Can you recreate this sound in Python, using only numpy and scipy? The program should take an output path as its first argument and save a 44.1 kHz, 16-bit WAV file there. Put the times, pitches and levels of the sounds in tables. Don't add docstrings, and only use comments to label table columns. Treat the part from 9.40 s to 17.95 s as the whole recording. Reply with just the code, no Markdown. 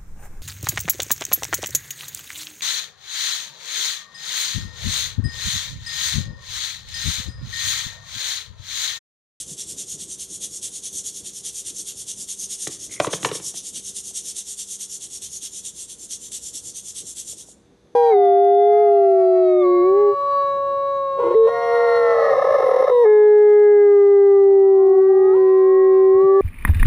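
import sys
import numpy as np
from scipy import signal
from scipy.fft import rfft, irfft, next_fast_len
from scipy.io import wavfile

SR = 44100
rng = np.random.default_rng(int(sys.argv[2]) if len(sys.argv) > 2 else 0)


def int16_out(signal):
    q = np.round(np.clip(np.atleast_2d(signal).T, -1, 1) * 32767)
    wavfile.write(sys.argv[1], SR, q.astype(np.int16))


N = 377055
TIME_S = np.arange(N) / SR

# (frequency [Hz], relative density [dB])
MESH_SPECTRUM = [(3800, -23.5), (4500, -11.5), (4950, -13.5), (5550, -3), (5880, -3), (6250, 0),
                 (7050, -0.5), (7750, -4.5), (8750, -1.4), (10000, -5), (10400, -11), (11300, -10.5),
                 (11800, -16.5), (12300, -27)]
# (frequency [Hz], relative density [dB])
BOWL_SPECTRUM = [(600, -30), (1400, -25.5), (2100, -16.5), (2480, -16), (2850, -8.5), (3030, -5), (3300, 0),
                 (3700, 5), (4050, -2), (4500, -4), (5000, -16), (6200, -31.5)]


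def from_db(db):
    return 10 ** (np.asarray(db) / 20)


def unit_rms(x):
    return x / np.sqrt(np.mean(x ** 2) + 1e-20)


def drift(rate_hz):
    knots = rng.standard_normal(int(N / SR * rate_hz) + 2)
    return unit_rms(np.interp(TIME_S * rate_hz, np.arange(len(knots)), knots))


def colour(x, spectrum):
    hz, db = np.transpose(spectrum)
    size = next_fast_len(N)
    octave = np.log2(np.arange(size // 2 + 1) * SR / size + 1)
    beyond_oct = np.abs(octave - np.clip(octave, np.log2(hz[0]), np.log2(hz[-1])))
    gain = from_db(np.interp(octave, np.log2(hz), db) - 48 * beyond_oct)
    return unit_rms(irfft(rfft(x, size) * gain, size)[:N])


def noise(spectrum):
    return colour(rng.standard_normal(N), spectrum)


def bursts(times_s, levels_db, t60_s):
    jumps = np.zeros(N)
    jumps[(times_s * SR).astype(int)] = from_db(levels_db)
    return signal.lfilter([1], [1, -from_db(-60 / (t60_s * SR))], jumps + 1e-18)


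def ring(x, hz, t60_s):
    radius, angle = from_db(-60 / (t60_s * SR)), 2 * np.pi * hz / SR
    return signal.lfilter([0, np.sin(angle)], [1, -2 * radius * np.cos(angle), radius ** 2], x + 1e-18)


def swing(at_s, hz, db, cycles, sag=0.66):
    out, start = np.zeros(N), int(at_s * SR)
    age = TIME_S[:SR // 8] * hz / cycles
    envelope = from_db(db) * age ** 2 * np.exp(2 - 2 * age)
    turns = cycles * (age + sag * (1 - np.exp(-age))) / (1 + sag / np.e)
    out[start:start + len(age)] = envelope * np.sin(2 * np.pi * turns)
    return out


def rumble():
    # (time [s], level [dB])
    contour = [(0, -53), (.7, -55.5), (.9, -57.5), (2.1, -56), (3.35, -58), (3.5, -52.5), (4.1, -56.5),
               (4.499, -59.5), (5.4, -61.5), (5.75, -56), (6.6, -58), (7.95, -55.5), (8.1, -59.5),
               (8.55, -58)]
    # (frequency [Hz], relative density [dB])
    spectrum = [(25, -27.5), (50, -10.5), (80, -5), (130, -2.5), (190, 1.5), (240, -1.5), (330, 1),
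                (440, -3), (600, -9), (800, -22), (1200, -32), (2500, -33)]
    lump_spectrum = [(28, -17), (50, -2.5), (85, 2.5), (130, 0.5), (200, -16)]
    level_db = np.interp(TIME_S, *np.transpose(contour))
    body = from_db(level_db + .5 + 2.8 * drift(22)) * noise(spectrum)
    lumps = from_db(level_db - 8 + 3.5 * drift(24)) * noise(lump_spectrum)
    return body + lumps


def fridge(shift_s):
    # (frequency [Hz], level [dB], change over the shift [dB])
    partials = [(59.2, -67.5, 1), (119.4, -71, 0), (195.2, -62.5, -2.5), (391.5, -61, -8), (475, -65, 0.5),
                (770, -79, -0.5)]
    shifted = np.interp(TIME_S, shift_s, [0, 1])
    hum = 0
    for hz, db, change_db in partials:
        rms = from_db(db + change_db * shifted + 1.55 * drift(4.8))
        turns = np.cumsum(hz * (1 + 0.0041 * drift(6))) / SR
        hum += rms * np.sqrt(2) * np.sin(2 * np.pi * turns)
    return hum


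def air(level_db):
    # (frequency [Hz], relative density [dB])
    spectrum = [(100, 0), (900, 2), (2000, -4.5), (3100, -10), (3500, -0.5), (4000, -6), (5600, -11.5),
                (6200, -3), (7000, -15), (10000, -16), (12000, -22.5)]
    return from_db(level_db) * noise(spectrum)


def kitchen(x, t60_s, wall_cut_hz):
    age_s = TIME_S[:SR // 2]
    tail = rng.standard_normal(len(age_s)) * from_db(-60 * age_s / t60_s) * (age_s > .005)
    walls = signal.butter(1, wall_cut_hz, fs=SR, output="sos")
    tail = signal.sosfilt(walls, tail / np.linalg.norm(tail))
    return signal.fftconvolve(x, tail)[:N]


def jolts():
    # (time [s], pitch [Hz], level [dB])
    bumps = [(.112, 164, -35), (.537, 176, -40), (0.616, 190, -41), (4.38, 204, -47), (4.71, 680, -48),
             (6.027, 290, -46), (6.334, 183, -48), (7.144, 295, -45), (7.93, 585, -44), (8.085, 676, -44.5)]
    return sum(swing(*bump, cycles=1.6) for bump in bumps)


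def rub(start_s, end_s, slips_per_s, pitch_hz, first_db, last_db):
    slips_s = np.arange(start_s, end_s, 1 / slips_per_s)
    slips_s += rng.normal(0, .0015, len(slips_s))
    creak = noise([(1100, -18), (1700, -22), (pitch_hz, 0), (2600, -18)])
    return bursts(slips_s, np.linspace(first_db, last_db, len(slips_s)), t60_s=.045) * creak


def clatter():
    # (time [s], local wall pitch [Hz], wall [dB], thud [dB], crack [dB])
    knocks = [(3.2706, 410, -29.5, -32, -27.5), (3.2917, 350, -37, -40.5, -52), (3.6, 668, -7, -23.5, -13),
              (3.6030, 1090, -15.5, -39, -35), (3.646, 1120, -14.5, -47, -25),
              (3.6694, 490, -15, -23.5, -27), (3.6729, 1060, -23, -42, -33),
              (3.731, 557, -18.5, -31.5, -21.5), (3.736, 1210, -19.5, -27.5, -24),
              (3.83, 453, -34, -30, -26), (3.8477, 1130, -11, -25, -12.5), (3.8520, 700, -34, -35, -29.5),
              (3.8554, 493, -16.5, -31.5, -32), (3.889, 880, -33, -35, -27.5),
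              (3.9143, 438, -18.5, -30, -27.5), (3.9520, 466, -24.5, -34, -33.5),
              (3.9990, 410, -44, -42, -37.5), (4.1410, 710, -42, -48, -46.5)]
    # (frequency [Hz], relative level [dB], t60 [s])
    modes = [(122, -20, 0.22), (180, -5, 0.43), (331.6, -7, 0.37), (429, 1, 0.12), (496, -3.5, 0.26),
             (743, -5.5, 0.089), (889, -14.5, 0.23), (1106, -5, 0.17), (1156, -7, 0.14),
             (1240, -10.5, 0.19), (1970, -16, .08), (2300, -14.5, .16), (2853, -13, .12), (3550, -16, .14)]
    # (frequency [Hz], relative density [dB])
    crack_spectrum = [(300, -11), (800, 1.5), (1500, -3), (2000, 1.5), (2400, -3), (3200, 1), (3900, -0.5),
                      (4700, -14.5), (5600, -8), (7500, -19), (12000, -28)]
    times_s, wall_hz, wall_db, thud_db, crack_db = np.transpose(knocks)
    wall = sum(swing(*knock, cycles=1.75) for knock in zip(times_s, wall_hz, wall_db))
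    crack = bursts(times_s, crack_db, t60_s=0.028) * noise(crack_spectrum)
    thud = sum(swing(at_s + .003, hz=155, db=db, cycles=0.89)
               + swing(at_s, hz=343, db=db + 0.5, cycles=2.5) for at_s, db in zip(times_s, thud_db))
    blows = np.zeros(N)
    blows[(times_s * SR).astype(int)] = np.sqrt(from_db(wall_db) * from_db(thud_db))
    ringing = sum(ring(blows * from_db(db + rng.standard_normal(N)), hz, t60_s)
                  for hz, db, t60_s in modes)
    bass_cut = signal.butter(2, 90, "high", fs=SR, output="sos")
    return signal.sosfilt(bass_cut, wall + crack + thud + from_db(-14) * ringing)


def hoop(rasp):
    # (frequency [Hz], relative level [dB], t60 [s])
    modes = [(2920, -9, 0.022), (3210, -6.5, 0.021), (3405, -3.5, 0.031), (3603, -3.5, 0.025),
             (6400, -3.5, .03)]
    return sum(from_db(db) * unit_rms(ring(rasp, hz, t60_s)) for hz, db, t60_s in modes)


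def ticks():
    # (time [s], level [dB])
    shifts = [(1.229, -33), (1.659, -36), (2.300, -31), (2.886, -32.5), (3.104, -35), (3.152, -36.5),
              (3.274, -22), (5.411, -34), (5.821, -34), (6.707, -37), (6.919, -30), (7.142, -35.5),
              (7.56, -38), (7.773, -36)]
    envelope = bursts(*np.transpose(shifts), t60_s=0.041)
    return envelope * (noise(MESH_SPECTRUM) + from_db(-6.5) * noise(BOWL_SPECTRUM))


def strokes(usual_shake_s=.21, draw_lead_s=0.092):
    # (time of the throw's top speed [s], throw hiss [dB], draw hiss [dB])
    shakes = [(0.0, -28, -37), (.206, -30, -33), (.402, -30, -32), (.617, -32, -30.5),
              (0.818, -30.5, -33.5), (1.038, -28.5, -32), (1.251, -27.5, -31), (1.458, -29.5, -32.5),
              (1.672, -28.5, -28.5), (1.871, -32, -32), (2.070, -28.5, -33), (2.278, -29.5, -29),
              (2.488, -29, -29.5), (2.700, -28.5, -31.5), (2.909, -29, -31.5), (3.125, -27.5, -28.5),
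              (3.328, -31, -27.5), (3.535, -32.5, -32.5), (3.737, -27.5, -33), (3.953, -29, -30.5),
              (4.171, -30, -28), (4.367, -30, -32), (4.575, -29.5, -31), (4.774, -28, -32),
              (4.984, -28, -29), (5.205, -28, -30.5), (5.423, -30, -29.5), (5.636, -32.5, -31.5),
              (5.845, -31, -32.5), (6.047, -30, -32), (6.267, -31.5, -32.5), (6.511, -35, -33),
              (6.729, -29, -37), (6.949, -29.5, -36), (7.165, -30.5, -32), (7.374, -33, -33.5),
              (7.582, -29.5, -33), (7.791, -30, -33.5), (7.999, -37.5, -32), (8.194, -73, -46.5)]
    throws_s = np.array(shakes)[:, 0]
    lengths_s = np.diff(throws_s, prepend=throws_s[0] - usual_shake_s)
    stretches = (lengths_s / usual_shake_s) ** 1.5
    for (at_s, throw_db, draw_db), stretch in zip(shakes, stretches):
        yield at_s - draw_lead_s, draw_db, 0.023 * stretch, 0.017, -13.5, 1.5, 0.046
        yield at_s, throw_db, .014, .018, -11, -1.5, .13


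def grains(per_s, spread_db):
    catches = rng.random(N) < per_s / SR
    return catches * rng.standard_normal(N) * from_db(spread_db * rng.standard_normal(N))


def shifting_wires(patchy_db, bands):
    edges_hz = np.linspace(3600, 12600, bands + 1)
    scrapes = [grains(per_s=24000, spread_db=3.2), grains(per_s=24000, spread_db=1.9)]
    out = 0
    for k, band_hz in enumerate(zip(edges_hz, edges_hz[1:])):
        wires = signal.sosfilt(signal.butter(2, band_hz, "band", fs=SR, output="sos"), scrapes[k % 2])
        out += wires * from_db(patchy_db * drift(22))
    return out


def sifting(grit_db, mesh_t60_s):
    # (time [s], pitch [Hz], ring re hiss [dB])
    free_mesh = [(0, 7350, -8), (1.3, 6640, -9.5), (2.5, 6700, -17.5), (3.1, 6750, -8.5), (5.2, 6680, -14),
                 (5.8, 6800, -7), (6.7, 7100, -7.5), (7.3, 7200, -6), (8.2, 7120, -10)]
    free_s, free_hz, free_db = np.transpose(free_mesh)
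    hiss_power, bowl_power, singing = np.zeros((3, N))
    for at_s, hiss_db, rise_s, fall_s, weight_db, ring_db, scatter_oct in strokes():
        near = slice(max(0, int((at_s - .15) * SR)), int((at_s + .15) * SR))
        lag_s = TIME_S[near] - at_s
        weight_jitter_db, ring_jitter_db, detune = rng.standard_normal(3)
        speed = from_db(hiss_db) * np.exp(-.25 * (lag_s / np.where(lag_s < 0, rise_s, fall_s)) ** 2)
        hiss_power[near] += speed ** 2
        bowl_power[near] += (speed * from_db(weight_db + weight_jitter_db)) ** 2
        mesh_hz = np.interp(at_s, free_s, free_hz) * 2 ** (scatter_oct * np.clip(detune, -2, 2))
        mesh_db = np.interp(at_s, free_s, free_db) + ring_db + ring_jitter_db
        friction = rng.standard_normal(SR // 2)[:len(lag_s)]
        ringing = ring(ring(friction, mesh_hz, mesh_t60_s), mesh_hz, mesh_t60_s)
        singing[near] += speed * from_db(mesh_db) * unit_rms(ringing)
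    flutter = from_db(grit_db * drift(260))
    hiss = np.sqrt(hiss_power) * colour(shifting_wires(patchy_db=2.0, bands=28), MESH_SPECTRUM)
    bowl = np.sqrt(bowl_power) * colour(grains(per_s=26000, spread_db=1.6), BOWL_SPECTRUM)
    return flutter * (from_db(-0.26) * hiss + from_db(-0.12) * bowl + singing)


def scene():
    sieve = sifting(grit_db=0.63, mesh_t60_s=0.0054) + ticks()
    sieve += from_db(-55) * hoop(sieve)
    tub = clatter()
    tub += rub(start_s=3.496, end_s=3.595, slips_per_s=72, pitch_hz=2080, first_db=-45, last_db=-40)
    room = kitchen(from_db(-12.5) * sieve + from_db(-11) * tub, t60_s=0.45, wall_cut_hz=7900)
    background = rumble() + from_db(-1) * fridge(shift_s=(5.7, 7.2)) + air(level_db=-65)
    return np.tile(sieve + tub + jolts() + room + background, (2, 1))


def record(dry):
    return signal.sosfilt(signal.ellip(10, .3, 80, 12100, fs=SR, output="sos"), dry)


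dry = scene()
out = record(dry)
int16_out(out)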